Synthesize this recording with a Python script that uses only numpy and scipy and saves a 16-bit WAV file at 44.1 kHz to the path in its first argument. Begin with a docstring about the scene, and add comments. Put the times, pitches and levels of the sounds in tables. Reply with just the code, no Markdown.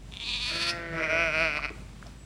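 """Sheep bleating in a pasture

A lamb's thin, quavering cry, a ewe's level call from farther off, then a near ewe that hums through closed lips
and opens into a loud, shaking baa. Each voice is a train of vocal-fold snaps and puffs of air ringing a throat
that changes shape. Hooves tick in the grass, a hollow knock sounds, a far bird whistles, and a low rumble lies
under it all."""
import sys
import numpy as np
from scipy import signal
from scipy.fft import rfft, irfft, next_fast_len
from scipy.io import wavfile
from scipy.ndimage import uniform_filter1d, map_coordinates

SR = 44100
rng = np.random.default_rng(int(sys.argv[2]) if len(sys.argv) > 2 else 0)


def output_pcm(signal):
    """Save a mono or channel-first signal as 16-bit PCM at the path in sys.argv[1].

    Samples are clipped to [-1, 1] before scaling.
    """
    pcm = np.clip(np.atleast_2d(signal).T, -1, 1) * 32767
    wavfile.write(sys.argv[1], SR, np.round(pcm).astype(np.int16))


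N = 99225


def near_ewe():
    """A close ewe hums through closed lips, then opens her mouth into a loud, shaking baa."""
    # the hum: t/s, f/Hz, level/dB
    hum = [(.87, 144, -56), (.91, 157, -43.5), (.97, 157, -41), (1.04, 160, -61)]
    # the baa: t/s, f/Hz, level/dB
    call = [(.92, 155.5, -51), (.985, 164.4, -33.5), (1.012, 150.9, -38), (1.038, 162.1, -27),
            (1.08, 149.3, -37.5), (1.1, 158.6, -29), (1.21, 168.7, -26), (1.265, 162.8, -28),
            (1.312, 149.8, -32.5), (1.354, 159.3, -28), (1.382, 157.1, -28), (1.42, 166.7, -25.5),
            (1.465, 158.5, -28), (1.526, 146, -33.5), (1.579, 151.8, -30), (1.594, 136.2, -41),
            (1.618, 135, -42), (1.63, 148, -35), (1.653, 150.7, -29.5), (1.67, 125.8, -42),
            (1.699, 115.8, -40)]
    # throat resonances: f/Hz, level in full cry/dB, level as it fades/dB
    throat = [(154, -6.5, -11), (328, -6.5, -7.5), (467, -9, -13), (586, -5, -13), (641, 11.5, 3.5),
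              (800, -18.5, -10.5), (1020, -11, -12.5), (1327, -3.5, -0.5), (1439, 4.5, -3),
              (1856, -9.5, -7), (2190, 4, 3.5), (2596, 4, 3.5), (2785, -6.5, -4.5), (3210, -15, -19.5),
              (3636, -25.5, -20.5), (4430, -23, -10.5), (5130, -21.5, -16), (5810, -16, -25.5),
              (6800, -53, -37), (8000, -35.5, -35.5), (10900, -32.5, -29), (12000, -57.5, -55)]
    # mouth movement: t/s, blend to the fading shape/0-1, resonance stretch/ratio, roughness/0-1
    mouth = [(0.959, 0.16, 0.867, 0.35), (1.038, 0, 0.95, 0.06), (1.121, 0, 0.96, 0.11),
             (1.209, 0.1, 0.98, 0.13), (1.31, 0.13, 0.98, 0.05), (1.36, .6, .99, 0.13),
             (1.432, 0.66, 1.003, 0.08), (1.53, 0.56, 0.99, 0.18), (1.62, 0.83, 0.97, 0.29)]
    voice = bleat(call, throat, mouth, gain_db=1, shimmer_db=4, rasp=.76, upper_hz=2170, lag_s=.001294)
    return in_field(off_ground(voice, delay_s=.00206, share=.23) + tone(hum), echo_db=-19)


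def lamb():
    """A lamb's folds creak into life with a few dry snaps, then settle into a thin, quavering cry."""
    # the cry before its quaver: t/s, f/Hz, level/dB
    call = [(.112, 174.9, -59), (.15, 190, -49), (.195, 205, -48), (.21, 226, -39.5), (.235, 230.1, -38.5),
            (.3, 241.1, -32), (.345, 241.4, -31.5), (.39, 238.1, -35), (.46, 248.5, -31.5),
            (.52, 241.4, -33.5), (.59, 250.2, -33.5), (.625, 249, -29.5), (.655, 248.5, -32),
            (.7, 252.6, -29), (.722, 235, -40.5), (.74, 234, -59)]
    # single snaps of the folds: t/s, level/dB
    creaks = [(.1233, -47), (.1387, -41), (.1712, -37.5), (.2016, -38)]
    # throat resonances: f/Hz, level with the mouth wide/dB, level late in the cry/dB
    throat = [(204, -4.5, -50), (740, -19.5, -32), (1077, -7, -8), (1470, -22, -8.5), (2060, -13.5, -6.5),
              (2457, 5.5, 5), (2710, -3, -4.5), (3950, 7.5, -5), (4160, 1.5, -3), (4540, -1, 4.5),
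              (5250, -16, -6.5), (7120, -16, -22.5), (9760, -20.5, -10), (11300, -39, -23.5),
              (15500, -52, -42)]
    # mouth movement: t/s, blend to the late shape/0-1, resonance stretch/ratio, roughness/0-1
    mouth = [(.17, 0.12, 0.88, 0.14), (0.233, 0.05, 0.887, 0.23), (.245, 0, 1.04, 0.21),
             (.37, 0.11, 0.99, 0.24), (.48, 0.6, 0.98, 0.13), (0.682, 0.87, 0.98, 0.18),
             (.72, 0.99, 1.13, 0.37)]
    voice = bleat(call, throat, mouth, gain_db=.5, shimmer_db=4.5, rasp=1, upper_hz=4560, lag_s=-.00154,
                  quaver_hz=14.9, crest_s=.357, pitch_swing=.0302, swing_db=.81, creaks=creaks)
    return in_field(off_ground(voice, delay_s=.00113, share=.27), echo_db=-17)


def far_ewe():
    """A ewe farther off, with more echo: her call starts rough, levels out and sinks away."""
    # the call: t/s, f/Hz, level/dB
    call = [(.465, 160, -51.5), (.515, 165.1, -41.5), (.55, 166.5, -40.5), (.63, 169.9, -39.5),
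            (.71, 172, -35.5), (.79, 169.7, -38), (.9, 166.3, -39), (1.0, 163.8, -32.5),
            (1.17, 146.3, -40.5), (1.28, 135.3, -56)]
    # throat resonances: f/Hz, level at first/dB, level later/dB
    throat = [(164, -18, -11.5), (347, -3.5, 2.5), (527, -11.5, 1), (619, 6, 9), (783, -16, -10),
              (1230, -19, -10.5), (1453, 3, -5), (1696, -15, 1), (1880, 1.5, -10.5), (2026, -6.5, 1),
              (2490, -14.5, -5), (3120, -32, -21), (4530, -30, -25), (7800, -41, -44)]
    # mouth movement: t/s, blend to the later shape/0-1, resonance stretch/ratio, roughness/0-1
    mouth = [(.485, 0.05, 1, 1), (.54, 0.4, 0.89, 0.84), (0.619, 0.18, 0.89, 0.14), (0.72, 0, 1, 0.12),
             (0.829, 0.97, 0.91, 0.28)]
    voice = bleat(call, throat, mouth, gain_db=1, shimmer_db=3, rasp=.73, upper_hz=1780, lag_s=.0012)
    return in_field(off_ground(voice, delay_s=.00061, share=.22), echo_db=-13)


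def bleat(call, throat, mouth, gain_db, shimmer_db, rasp, upper_hz, lag_s,
          quaver_hz=0, crest_s=0, pitch_swing=0, swing_db=0, creaks=(), jitter_s=.00016, flutter_db=1.5):
    """Each snap of the vocal folds, with its puff of air, rings the throat in its shape of the moment."""
    ring_samples, lead_samples = 2048, 300
    hz = np.fft.rfftfreq(ring_samples, 1 / SR)
    t = np.arange(call[0][0], call[-1][0], 1 / SR)
    quaver = lambda s: np.cos(2 * np.pi * quaver_hz * (s - crest_s))
    cycles = np.cumsum(curves(call, t)[0] * (1 + pitch_swing * quaver(t))) / SR
    snap_s = np.interp(np.arange(1, cycles[-1]), cycles, t)  # one snap per pitch cycle
    creak_s, creak_db = np.reshape(creaks, (-1, 2)).T
    level_db = np.r_[curves(call, snap_s)[1], creak_db] + gain_db
    snap_s = np.r_[snap_s, creak_s]
    count = len(snap_s)
    pitch = curves(call, snap_s)[0]
    blend, stretch, rough = curves(mouth, snap_s)
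    stretch *= 1 + .006 * wobble(30)[(snap_s * SR).astype(int)]  # tongue and jaw drift
    # A rough voice scatters the snaps in time and level, and flutters the throat.
    snap_s += jitter_s * rough * rng.standard_normal(count)
    level_db += swing_db * quaver(snap_s) + shimmer_db * rough * rng.standard_normal(count)
    grit = np.sqrt(rough)[:, None]
    flutter = unit(uniform_filter1d(rng.standard_normal((count, len(hz))), size=25, axis=1))
    shape_db = throat_shape(throat, hz, blend[:, None], stretch[:, None], upper_hz)
    spectra = throat_ring(shape_db + flutter_db * grit * flutter)
    spectra *= 1 + rasp * grit * air_puffs(count, ring_samples)
    # Each snap spreads in time: its bass trails by lag_s, or leads if that is negative.
    smear = np.exp(2j * np.pi * lag_s * upper_hz * np.expm1(-hz / upper_hz))
    delay_samples = snap_s * SR % 1 + lead_samples
    rings = irfft(spectra * smear * np.exp(-2j * np.pi * hz / SR * delay_samples[:, None]))
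    gains = amp(level_db) * np.sqrt(SR / pitch)  # same power at any pitch
    voice = np.zeros(N)
    for s, gain, ring in zip(snap_s, gains, rings):
        add(voice, s - lead_samples / SR, gain * ring / np.linalg.norm(ring))
    return voice


def throat_shape(throat, hz, blend, stretch, upper_hz):
    """The throat morphs between two dB curves; the mouth moves the resonances near upper_hz most."""
    moved_hz = hz / stretch ** np.exp(-3 * (hz / upper_hz - 1) ** 2)
    return (1 - blend) * along(throat, moved_hz) + blend * along(throat, moved_hz, column=2)


def throat_ring(shape_db, one_sided=.96):
    """Spectra that ring mostly after the snap, and a little before it while the folds are still open."""
    cepstrum = irfft(np.log(amp(shape_db)))
    half = cepstrum.shape[1] // 2
    tilt_late = np.r_[1, np.full(half - 1, 1 + one_sided), 1, np.full(half - 1, 1 - one_sided)]
    return np.exp(rfft(cepstrum * tilt_late))


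def air_puffs(count, samples, decay_s=.002, low_cut_hz=1000):
    """Spectra of the breath that escapes with each snap: tiny noise bursts with thin bass."""
    hz = np.fft.rfftfreq(samples, 1 / SR)
    decay = np.exp(-np.arange(samples) / SR / decay_s)
    bursts = rng.standard_normal((count, samples)) * decay / np.linalg.norm(decay)
    return rfft(bursts) * np.sqrt(hz / (hz + low_cut_hz))


def hooves(q=4, top_hz=12000):
    """Each step in the grass is a short burst of noise in one broad resonance."""
    # steps and snaps in the grass: t/s, level/dB, f/Hz, t60/s
    steps = [(1.702, -31.5, 377, 0.043), (2.06, -41.5, 674, 0.093), (2.067, -39.5, 5170, 0.023)]
    track, t = np.zeros(N), np.arange(SR // 10) / SR
    for s, db, hz, t60 in steps:
        noise = rng.standard_normal(len(t)) * amp(-60 * t / t60)
        burst = signal.lfilter(*signal.iirpeak(hz, q, SR), noise)
        add(track, s, amp(db) * burst / np.abs(burst).max())
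    return filtered(track, lambda hz: 1 / (1 + (hz / top_hz) ** 4))


def ringing_hits(attack_s=.00065):
    """A hollow knock and one more hoof tick, each ringing briefly on one pitch."""
    # a hollow knock, then a hoof tick: t/s, level/dB, f/Hz, t60/s
    hits = [(1.5905, -16, 1197, 0.011), (2.027, -19.5, 1440, 0.0045)]
    track, t = np.zeros(N), np.arange(SR // 10) / SR
    for s, db, hz, t60 in hits:
        envelope = amp(db - 60 * t / t60) * -np.expm1(-t / attack_s)
        add(track, s, envelope * np.sin(2 * np.pi * hz * t))
    return track


def bird():
    """A far bird whistles one thin, high note."""
    # the whistle: t/s, f/Hz, level/dB
    note = [(2.1, 7780, -85), (2.21, 7810, -61), (2.25, 7800, -62)]
    return tone(note)


def background(air_db=-47.5, side_db=-24, low_cut_hz=65, drone_hz=52.1, drone_db=-47):
    """Low rumble and faint hiss, nearly mono, over a deep, wavering drone."""
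    # colour of the air: f/Hz, level/dB
    spectrum = [(25, -6.5), (60, 1.5), (150, -4.5), (200, -6), (320, -14.5), (450, -20), (1450, -27),
                (2700, -27.5), (6000, -33.5), (9500, -31), (12000, -39)]
    # swell as the flock comes by: t/s, level/dB
    swell = [(0, -3.5), (.4, 1.5), (2.05, .5), (2.15, -1.5)]
    colour = lambda hz: amp(along(spectrum, hz)) * hz ** 4 / (hz ** 4 + low_cut_hz ** 4)
    mid, side = [unit(filtered(rng.standard_normal(N), colour)) for _ in range(2)]
    level_db = air_db + curves(swell, np.arange(N) / SR)[0] + 1.5 * wobble(12)
    air = amp(level_db) * (mid + amp(side_db) * np.array([side, -side]))
    drone = np.sin(2 * np.pi * np.cumsum(drone_hz + 2 * wobble(14)) / SR)
    drone *= amp(2 * wobble(10.4))
    return air + amp(drone_db) * unit(drone)


def off_ground(x, delay_s, share):
    """The direct sound and its bounce off the turf; a throat radiates no deep bass."""
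    return filtered(x, lambda hz: (1 + share * np.exp(-2j * np.pi * hz * delay_s)) * hz / (hz - 60j))


def in_field(x, echo_db, width=.59, wide_below_hz=1100, predelay_samples=130):
    """A faint outdoor echo follows each sound."""
    # echo decay: f/Hz, t60/s
    decay = [(200, 1), (2200, 0.77), (9000, 0.32)]
    hz, t, noise = signal.stft(rng.standard_normal((2, SR // 2)), SR, nperseg=256)
    spread = np.array([np.ones_like(hz), width / (1 + (hz / wide_below_hz) ** 2)])[..., None]
    fade = amp(-60 * t / along(decay, hz)[:, None])
    mid, side = signal.istft(noise * spread * fade, SR, nperseg=256)[1]
    tail = np.array([mid + side, mid - side]) / np.linalg.norm(mid)
    echo = signal.fftconvolve(np.pad(x, (predelay_samples, 0))[None], tail, axes=1)[:, :N]
    return x + amp(echo_db) * echo


def tone(rows):
    """A softly gated sine that follows rows of t/s, f/Hz, level/dB."""
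    t = np.arange(N) / SR
    hz, db = curves(rows, t)
    gate = uniform_filter1d(((t > rows[0][0]) & (t < rows[-1][0])) * 1., size=400)
    return np.sqrt(2) * gate * amp(db) * np.sin(2 * np.pi * np.cumsum(hz) / SR)


def amp(db):
    """Decibels to gain."""
    return 10 ** (np.asarray(db) / 20)


def unit(x):
    """Scale to rms 1."""
    return x / np.sqrt(np.mean(x ** 2) + 1e-20)


def along(points, hz, column=1):
    """Read a table on a log-frequency axis."""
    table = np.transpose(points)
    return np.interp(np.log(hz + 1), np.log(table[0] + 1), table[column])


def curves(rows, t):
    """Each column of a time table, read at the times t."""
    s, *columns = np.transpose(rows)
    return [np.interp(t, s, column) for column in columns]


def wobble(rate):
    """A smooth random curve, rate knots a second."""
    return map_coordinates(rng.standard_normal(int(N * rate / SR) + 4), [np.arange(N) * rate / SR])


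def filtered(x, response):
    """Shape x with a frequency response."""
    size = next_fast_len(N + SR // 2)
    return irfft(rfft(x, size) * response(np.fft.rfftfreq(size, 1 / SR)), size)[..., :N]


def add(track, s, sound):
    """Mix a sound into the track at s seconds."""
    part = track[max(int(s * SR), 0):][:len(sound)]
    part += sound[:len(part)]


def scene():
    """Three sheep up front; hooves, a knock and a bird in the field; rumble underneath."""
    sheep = lamb() + far_ewe() + near_ewe()
    return sheep + in_field(hooves() + ringing_hits() + bird(), echo_db=-10.5) + background()


def record(dry, top_hz=15900):
    """The two microphone ports differ in level and phase; nothing passes above top_hz."""
    # left over right: f/Hz, level/dB
    balance = [(150, 0), (330, 2.7), (640, -2.8), (1200, 0)]
    # the left port's lag in the treble: f/Hz, phase/rad
    lag = [(5700, 0), (8000, 1.59), (11000, 3), (15500, 4)]
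    sides = np.array([[.5], [-.5]])
    ports = lambda hz: amp(sides * along(balance, hz)) * np.exp(-1j * sides * along(lag, hz))
    return filtered(dry, lambda hz: ports(hz) * (hz < top_hz))


dry = scene()
out = record(dry)
output_pcm(out)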